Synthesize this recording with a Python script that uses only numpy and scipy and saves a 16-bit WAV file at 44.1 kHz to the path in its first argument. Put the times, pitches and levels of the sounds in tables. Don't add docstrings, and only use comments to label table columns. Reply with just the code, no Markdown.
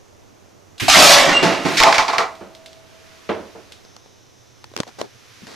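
import sys
import numpy as np
from scipy import signal
from scipy.fft import rfft, irfft, next_fast_len
from scipy.io import wavfile
from scipy.ndimage import uniform_filter1d

SR = 44100
rng = np.random.default_rng(int(sys.argv[2]) if len(sys.argv) > 2 else 0)


def dump_mix(stems):
    frames = np.atleast_2d(stems).T
    limited = np.clip(frames, -1, 1)
    pcm = np.round(limited * 32767).astype(np.int16)
    wavfile.write(sys.argv[1], SR, pcm)


N = 244755
OPEN_S, DRAIN_S = 0.88, 1.122

# f/Hz, level/dB
RUMBLE_COLOUR = [(25, -16), (55, -23), (92, -4), (150, -15.5), (400, -12), (700, -16), (1400, -24),
                 (3000, -48)]
HISS_COLOUR = [(500, -29.5), (1000, 0.5), (2000, 2.5), (5800, -2), (8000, -13), (11000, -13.5),
               (14800, -23)]
VALVE_COLOUR = [(400, -24), (1100, -14), (1800, -7.5), (2900, -7.5), (6400, -17.5), (14800, -30)]
JET_COLOUR = [(300, -11), (1000, -2), (1500, -6), (2300, -6), (2900, -8.5), (4500, -11), (6350, -14),
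              (8500, -19.5), (14800, -33.5)]
SPLINTER_COLOUR = [(700, -36.5), (1400, -0.5), (2300, -0.5), (3100, -6.5), (4200, -5.5), (6000, -10.5),
                   (9000, -25), (14000, -37.5)]
CHIP_COLOUR = [(600, -11.5), (1800, -4.5), (3800, 5.5), (9000, -11), (14000, -22)]
TAP_COLOUR = [(200, 4), (1100, 2.5), (2050, -2), (2600, -5), (4400, -1.5), (6500, -8), (14000, -28.5)]

# f/Hz, width/Hz, level/dB
BARREL_MODES = [(549, 18, 2.5), (586, 9, 2), (661, 130, 0), (789, 61, -10)]
BOARD_MODES = [(470, 230, -3.5), (668.5, 20, 9), (749, 70, 0), (879, 75, 4.5), (1036, 50, 2),
               (1127, 70, -0.5), (1270, 190, -2), (1980, 130, -6.5), (2322, 91, -5.5)]
FLEX_MODES = [(115.3, 59, -16.5), (173.8, 30, -3.5), (288, 120, -1), (373, 57, -6.5)]
TIMBER_MODES = [(86, 17, -3), (201, 43, 1), (342, 120, 2), (453, 29, 5), (600, 156, 1.5), (900, 340, -9),
                (1320, 550, -13.5)]

BOLT_MODES = [(2794, -1, 0.78), (7900, -18, 0.45)]
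SHEET_MODES = [(648, 3), (688, -9)]
CASE_MODES = [(.6, -3), (1.001, 3.5), (1.7, -4)]
MOTOR_HARMONICS = [-73, -74, -69, -70, -74, -85, -72, -75, -65, -70, -66, -67, -79]

HISS_SWELLS = [(3.3, .42, -49.5), (4.97, 0.25, -53.5), (5.5, 0.23, -47.5)]
JET_BANDS = [(1000, 3600, -9.5, 5, 0.98, 47.5), (3570, 7350, -8, 6.5, 1, 91),
             (8800, 22000, -18.5, 7.5, 1.02, 129)]
JET_SURGES = [(0.956, .012, 1997, 350, -9.5), (1.01, .05, 1120, 400, -12), (1.142, .019, 4200, 1700, -7)]
THUMPS = [(0.962, -13, 2), (1.27, -16.5, -23), (1.425, -11, -3.5), (1.518, -28, 2), (1.649, -16, -6)]
LANDINGS = [(1.8012, -9, -14.5, 1223), (1.836, -8.5, -7, 950), (1.865, -5, -11.5, 780),
            (1.939, -17, 3.5, 645), (1.9839, -11.5, -1.5, 990), (2.081, -16.5, -3, 1005),
            (2.128, -17.5, -4.5, 1035), (2.1813, -12, -4.5, 1466)]
SNAPS = [(1.8017, -4), (1.826, -9), (1.835, -0.5), (1.9257, -6.5), (1.9818, -6), (2.081, -16.5),
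         (2.1821, -8)]
PUFFS = [(1.8007, -20.5), (1.9813, -31.5)]
CHIPS = [(2.352, -42.5), (2.55, -38), (2.66, -33), (2.73, -41), (3.721, -33)]
KNOCKS = [(2.409, -32, -15), (3.29, -18, -8), (3.377, -32, -26), (3.548, -37, -34)]
TAPS = [(3.85, -39, -1, 400), (3.965, -29.5, -29, 500), (4.06, -45.5, 7, 451), (4.642, -25.5, -16, 1450),
        (4.716, -44.5, 11, 380), (4.738, -39.5, 8.5, 600), (4.7646, -12, -4, 380), (4.7757, -20, 2, 320),
        (4.787, -27, 6, 450), (4.8022, -9.5, 3.5, 310), (4.833, -26, 1, 1000), (4.868, -40, 11, 560),
        (5.014, -14.5, 3.5, 627)]
RUBS = [(4.771, 0.039, -40.5, 1), (4.872, 0.018, -42, 0), (4.984, 0.027, -36.5, 5),
        (5.019, 0.03, -47, 12.5), (5.467, 0.076, -42.5, -0.5)]

SIDE_GAIN = [(250, 3), (700, -0.5), (2000, 1.5), (4000, -1), (8000, 0.5)]
BALANCE = [(60, -6), (400, -3), (2000, -2.05), (12000, -1.1)]  # f/Hz, left minus right/dB


def amp(db):
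    return 10 ** (np.asarray(db) / 20)


def unit(x):
    return x / np.sqrt(np.mean(x ** 2) + 1e-20)


def along(points, hz):
    f, v = np.transpose(points)
    return np.interp(np.log(hz + 1), np.log(f), v)


def clock(size=N):
    return np.arange(size) / SR


def filtered(x, response):
    n = x.shape[-1]
    m = next_fast_len(n + 4096)
    return irfft(rfft(x, m) * response(np.fft.rfftfreq(m, 1 / SR)), m)[..., :n]


def colour(points):
    return lambda f: amp(along(points, f))


def resonant(modes):
    return lambda f: sum(amp(db) * np.abs(f * w / (c * c - f * f + 1j * f * w)) ** 2
                         for c, w, db in modes)


def lowpass(hz):
    return lambda f: 1 / (1 + (f / hz) ** 2)


def splinter(top_db):
    return lambda f: colour(SPLINTER_COLOUR)(f) * amp(top_db * np.clip((f - 5000) / 5000, 0, 1))


def noise(response, size=N, side_db=-10):
    mid, side = filtered(rng.standard_normal((2, size)), response)
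    return unit(np.array([mid + amp(side_db) * side, mid - amp(side_db) * side]))


def jitter(rate_hz, size=N):
    return unit(uniform_filter1d(rng.standard_normal(size), size=SR // rate_hz))


def patchy(x, depth_db):
    spectrum = signal.stft(x, nperseg=1024)[2]
    drift = uniform_filter1d(rng.standard_normal(spectrum.shape[1:]), size=2, axis=0)
    drift = uniform_filter1d(drift, size=5, axis=1)
    gain = amp(depth_db * unit(np.tanh(unit(drift))))
    return unit(signal.istft(spectrum * gain, nperseg=1024)[1][:, :N])


def burst(t, rise_s, t60_s):
    t = np.maximum(t, 0)
    return (1 - np.exp(-t / rise_s)) * np.exp(-np.log(1000) * t / t60_s)


def flow(build_db, full_s, fall_db_per_s, start_s=OPEN_S, rise_s=.003):
    t = clock()
    to_go = np.clip((full_s - t) / (full_s - OPEN_S), 0, 1)
    db = -build_db * to_go - fall_db_per_s * np.maximum(t - DRAIN_S, 0)
    return np.clip((t - start_s) / rise_s, 0, 1) * amp(db)


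def add(track, s, sound):
    start = round(s * SR)
    part = track[:, start:start + sound.shape[1]]
    part += sound[:, :part.shape[1]]


def background(rumble_db=-51, dip_db=-3, dip_s=3.9, hum_db=-61, hiss_db=-59, whine_db=-63, fizz_db=-68):
    t = clock()
    fade = np.clip((t - dip_s) / 0.29, 0, 1)
    rumble = amp(rumble_db + dip_db * fade) * noise(colour(RUMBLE_COLOUR), side_db=0)
    hum = amp(hum_db) * fade * noise(resonant([(120, 12, 0)]), side_db=-1)
    whine = amp(whine_db) * noise(resonant([(6100, 1700, 0)]))
    fizz = amp(fizz_db) * rng.standard_normal((2, N))
    swell_power = sum(amp(db) ** 2 * np.exp(-((t - s) / half_s) ** 2) for s, half_s, db in HISS_SWELLS)
    hiss = np.sqrt(amp(hiss_db) ** 2 + swell_power) * noise(colour(HISS_COLOUR), side_db=-5)
    return rumble + hum + hiss + whine + fizz


def valve(trip_s=.78, tick_db=-38, spit_s=0.798, spit_db=-22, shudder_s=0.817, shudder_db=-25.5):
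    t = clock()
    tick = amp(tick_db) * burst(t - trip_s, .0003, 0.15) * noise(colour(CHIP_COLOUR))
    spit = amp(spit_db) * burst(t - spit_s, 0.0011, 1.0) * noise(colour(VALVE_COLOUR), side_db=-6.5)
    pipes = noise(resonant([(109, 37, 2.5), (257, 150, 1)]), side_db=-3)
    return tick + spit + amp(shudder_db) * burst(t - shudder_s, 0.0016, 0.46) * pipes


def jet(rumble_db=-27, flutter_db=1.26, patchy_db=4.5):
    air = np.zeros((2, N))
    for low_hz, high_hz, db, build_db, full_s, fall_db_per_s in JET_BANDS:
        skirts = lambda f: np.sqrt((1 + (low_hz / (f + 1)) ** 8) * (1 + (f / high_hz) ** 8))
        band = noise(lambda f: colour(JET_COLOUR)(f) / skirts(f), side_db=-11)
        air += amp(db) * flow(build_db, full_s, fall_db_per_s) * patchy(band, patchy_db)
    rumble = noise(colour([(20, 0.5), (70, -8), (300, 7.5), (700, -10), (1500, -43.5)]), side_db=-13)
    air += amp(rumble_db) * flow(build_db=14, full_s=1.0, fall_db_per_s=35) * rumble
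    eddies = jitter(rate_hz=150)
    return amp(flutter_db * eddies) * air


def muzzle(exit_s=0.882, pop_db=-2, push_db=-18):
    t = clock() - exit_s
    pop = amp(pop_db) * burst(t, 0.0015, 0.1) * noise(resonant([(760, 130, 0)]))
    air = noise(colour([(20, -5.5), (60, 9), (250, -17), (600, -44)]))
    return pop + amp(push_db) * burst(t, 0.01, 0.1) * air


def barrel(start_s=0.94, level_db=-12.5, fall_db_per_s=47, rush_db=-5, sharp=0.2, sink_s=0.075):
    t = clock()
    warped_s = t + sharp * sink_s * (1 - np.exp(-np.maximum(t - start_s, 0) / sink_s))
    hoot = np.array([np.interp(warped_s, t, channel) for channel in noise(resonant(BARREL_MODES))])
    rush = amp(rush_db) * noise(resonant([(700, 910, 0)]))
    return amp(level_db) * flow(0, DRAIN_S, fall_db_per_s, start_s, rise_s=.02) * (hoot + rush)


def surges():
    t = clock()
    return sum(amp(db) * np.exp(-((t - s) / half_s) ** 2) * noise(resonant([(hz, width_hz, 0)]))
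               for s, half_s, hz, width_hz, db in JET_SURGES)


def blow(flex_db, body_db, crack_db, contact_hz, t60_s, top_db, rise_s=0.0035):
    t = clock(SR * 3 // 4)
    stereo_rad = np.array([[0.38], [-0.38]])
    bend = sum(amp(db) * np.sin(2 * np.pi * (hz + width_hz * rng.uniform(-1.4, 1) / 10) * t + stereo_rad)
               for hz, width_hz, db in FLEX_MODES)
    boom = noise(resonant(FLEX_MODES), len(t), side_db=-13.5)
    decay = burst(t, rise_s, t60_s)
    flex = amp(flex_db) * (burst(t, rise_s, 0.37 * t60_s) * bend + decay * boom / 2)
    contact = lambda f: amp(5 * np.exp(-(np.log2((f + 1) / contact_hz) / 0.49) ** 2))
    body = amp(body_db) * decay * noise(lambda f: resonant(BOARD_MODES)(f) * contact(f), len(t))
    crack = amp(crack_db) * burst(t, rise_s, 0.74 * t60_s) * noise(splinter(top_db), len(t))
    return flex + body + crack


def board():
    out = np.zeros((2, N))
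    for s, db, crack_db in THUMPS:
        add(out, s, blow(db, db - 3.5, db + crack_db, contact_hz=520, t60_s=0.7, top_db=2.5))
    for s, db, crack_db, hz in LANDINGS:
        add(out, s, blow(db - 16, db, db + crack_db, contact_hz=hz, t60_s=0.33, top_db=-1))
    return out


def howl(start_s=1.0, peak_s=1.115, peak_db=-13.5, rise_db_per_s=130, fall_db_per_s=80,
         start_hz=690, end_hz=563, sink_s=0.041, tilt_db=-0.6, waver_rad=0.77, waver_hz=14):
    out, t = np.zeros((2, N)), start_s + clock(SR // 2)
    hz = end_hz + (start_hz - end_hz) * np.exp((start_s - t) / sink_s)
    db = peak_db - rise_db_per_s * np.maximum(peak_s - t, 0) - fall_db_per_s * np.maximum(t - peak_s, 0)
    phase = 2 * np.pi * np.cumsum(hz) / SR
    tone = sum(amp(tilt_db * k) * np.sin(k * phase + waver_rad * noise(lowpass(waver_hz), len(t)))
               for k in range(1, 11))
    add(out, start_s, amp(db) * unit(tone))
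    return out


def bolt(hit_s=1.337, hit_db=-15, skid_db=-10):
    t = clock() - hit_s
    ring = sum(amp(hit_db + db) * burst(t, 0.0012, t60_s) * np.sin(2 * np.pi * hz * t)
               for hz, db, t60_s in BOLT_MODES)
    skid = np.exp(-((t - .035) / .012) ** 2)
    squeal = amp(skid_db) * skid * np.sin(2 * np.pi * BOLT_MODES[0][0] * t)
    return squeal + ring * (1 + 0.22 * noise(lowpass(50)))


def scrape(slip_s=1.58, slip_db=-25, catch_s=1.769, catch_db=-12, t60_s=0.77):
    t = clock()
    speed = np.clip((t - slip_s) / (catch_s - slip_s), 0, 1) * (t < catch_s)
    slip = amp(slip_db) * speed * noise(splinter(top_db=8))
    rasp = noise(lambda f: splinter(top_db=-1.5)(f) * f / (f + 4000))
    return slip + amp(catch_db) * burst(t - catch_s, 0.0022, t60_s) * rasp


def snaps(crack_db=3, crack_t60_s=0.021, puff_t60_s=0.14):
    out, t = np.zeros((2, N)), clock(SR // 4)
    for s, db in SNAPS:
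        crack = burst(t, 0.000068, crack_t60_s) * noise(splinter(top_db=-6.5), len(t))
        add(out, s, amp(db + crack_db) * crack)
    for s, db in PUFFS:
        add(out, s, amp(db) * burst(t, 0.0016, puff_t60_s) * noise(lowpass(60), len(t), side_db=-12))
    return out


def sheet(land_s=1.915, ring_db=-40, ring_t60_s=3.85, room_db=-38, room_t60_s=2.5):
    t = clock()
    modes = sum(amp(db) * np.sin(2 * np.pi * hz * t) for hz, db in SHEET_MODES)
    ring = amp(ring_db) * burst(t - land_s, .01, ring_t60_s) * modes
    room = noise(colour([(100, -4.5), (500, -0.5), (1500, -6.5), (5000, -13), (14000, -29)]))
    waver = 1 + 0.22 * noise(lowpass(10))
    return ring * waver + amp(room_db) * burst(t - land_s, .01, room_t60_s) * room


def chips(click_db=1, room_db=-13):
    out, t = np.zeros((2, N)), clock(SR // 3)
    shape = amp(click_db) * burst(t, 0.00011, 0.022) + amp(room_db) * burst(t, 0.0043, 0.37)
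    for s, db in CHIPS:
        add(out, s, amp(db) * shape * noise(colour(CHIP_COLOUR), len(t)))
    return out


def knocks(thud_t60_s=0.39, edge_t60_s=0.29, edge_hz=2900):
    out, t = np.zeros((2, N)), clock(SR // 2)
    edge_band = lambda f: f / (f + 800) / (1 + (f / edge_hz) ** 4)
    for s, db, edge_db in KNOCKS:
        thud = burst(t, 0.003, thud_t60_s) * noise(resonant(TIMBER_MODES), len(t), side_db=-9.5)
        edge = burst(t, 0.00086, edge_t60_s) * noise(edge_band, len(t))
        add(out, s, amp(db) * (thud + amp(edge_db) * edge))
    return out


def focus(start_s=3.83, step_hz=299.65, run_db=-3, kick_db=6, settle_s=0.41):
    t = np.maximum(clock() - start_s, 0)
    whine = sum(amp(db) * np.sqrt(2) * np.sin(2 * np.pi * (k * step_hz * t + rng.random()))
                for k, db in enumerate(MOTOR_HARMONICS, start=10))
    return np.minimum(t / 0.011, 1) * amp(run_db + kick_db * np.exp(-t / settle_s)) * whine


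def handling(click_t60_s=0.013, thump_t60_s=0.014, stereo_turns=0.064,
             grit_db=3, rub_hz=400, low_cut_hz=130):
    out, t = np.zeros((2, N)), clock(SR // 4)
    for s, db, thump_db, hz in TAPS:
        click = burst(t, .0001, click_t60_s) * noise(colour(TAP_COLOUR), len(t), side_db=-3)
        ring = 0
        for ratio, mode_db in CASE_MODES:
            turns = ratio * hz * t + rng.random() + rng.normal(0, stereo_turns, (2, 1))
            ring += amp(mode_db) * np.sin(2 * np.pi * turns)
        add(out, s, amp(db) * (click + amp(thump_db) * burst(t, 0.0005, thump_t60_s) * ring))
    rub_modes = [(ratio * rub_hz, ratio * rub_hz / 2, db) for ratio, db in CASE_MODES]
    for s, length_s, db, thump_db in RUBS:
        stroke = np.minimum(t / 0.00343, 1) * amp(-60 * np.maximum(t - length_s, 0) / 0.097)
        grit = amp(grit_db * jitter(300, len(t)))
        rasp = grit * noise(colour(TAP_COLOUR), len(t), side_db=-8.5)
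        body = noise(resonant(rub_modes), len(t), side_db=3)
        add(out, s, amp(db) * stroke * (rasp + amp(thump_db) * body))
    return filtered(out, lambda f: f ** 2 / (f ** 2 + low_cut_hz ** 2))


def bump(at_s=5.418, level_db=-35, ring_hz=215, t60_s=0.23):
    body = noise(resonant([(ring_hz, 110, 0)]), side_db=-8)
    return amp(level_db) * burst(clock() - at_s, .002, t60_s) * body


def scene():
    cannon = valve() + muzzle() + jet() + surges() + barrel() + howl()
    shop = cannon + board() + scrape() + snaps() + bolt() + sheet() + chips() + knocks() + background()
    mid = shop.mean(axis=0)
    shop = mid + filtered(shop - mid, colour(SIDE_GAIN))
    shop = filtered(shop, lambda f: amp(np.array([along(BALANCE, f), -along(BALANCE, f)]) / 2))
    return shop + handling() + bump() + focus()


def record(dry, ceiling=0.79, hardness=5, top_hz=15000):
    clipped = dry / (1 + np.abs(dry / ceiling) ** hardness) ** (1 / hardness)
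    return filtered(clipped, lambda f: f < top_hz)


dry = scene()
out = record(dry)
dump_mix(out)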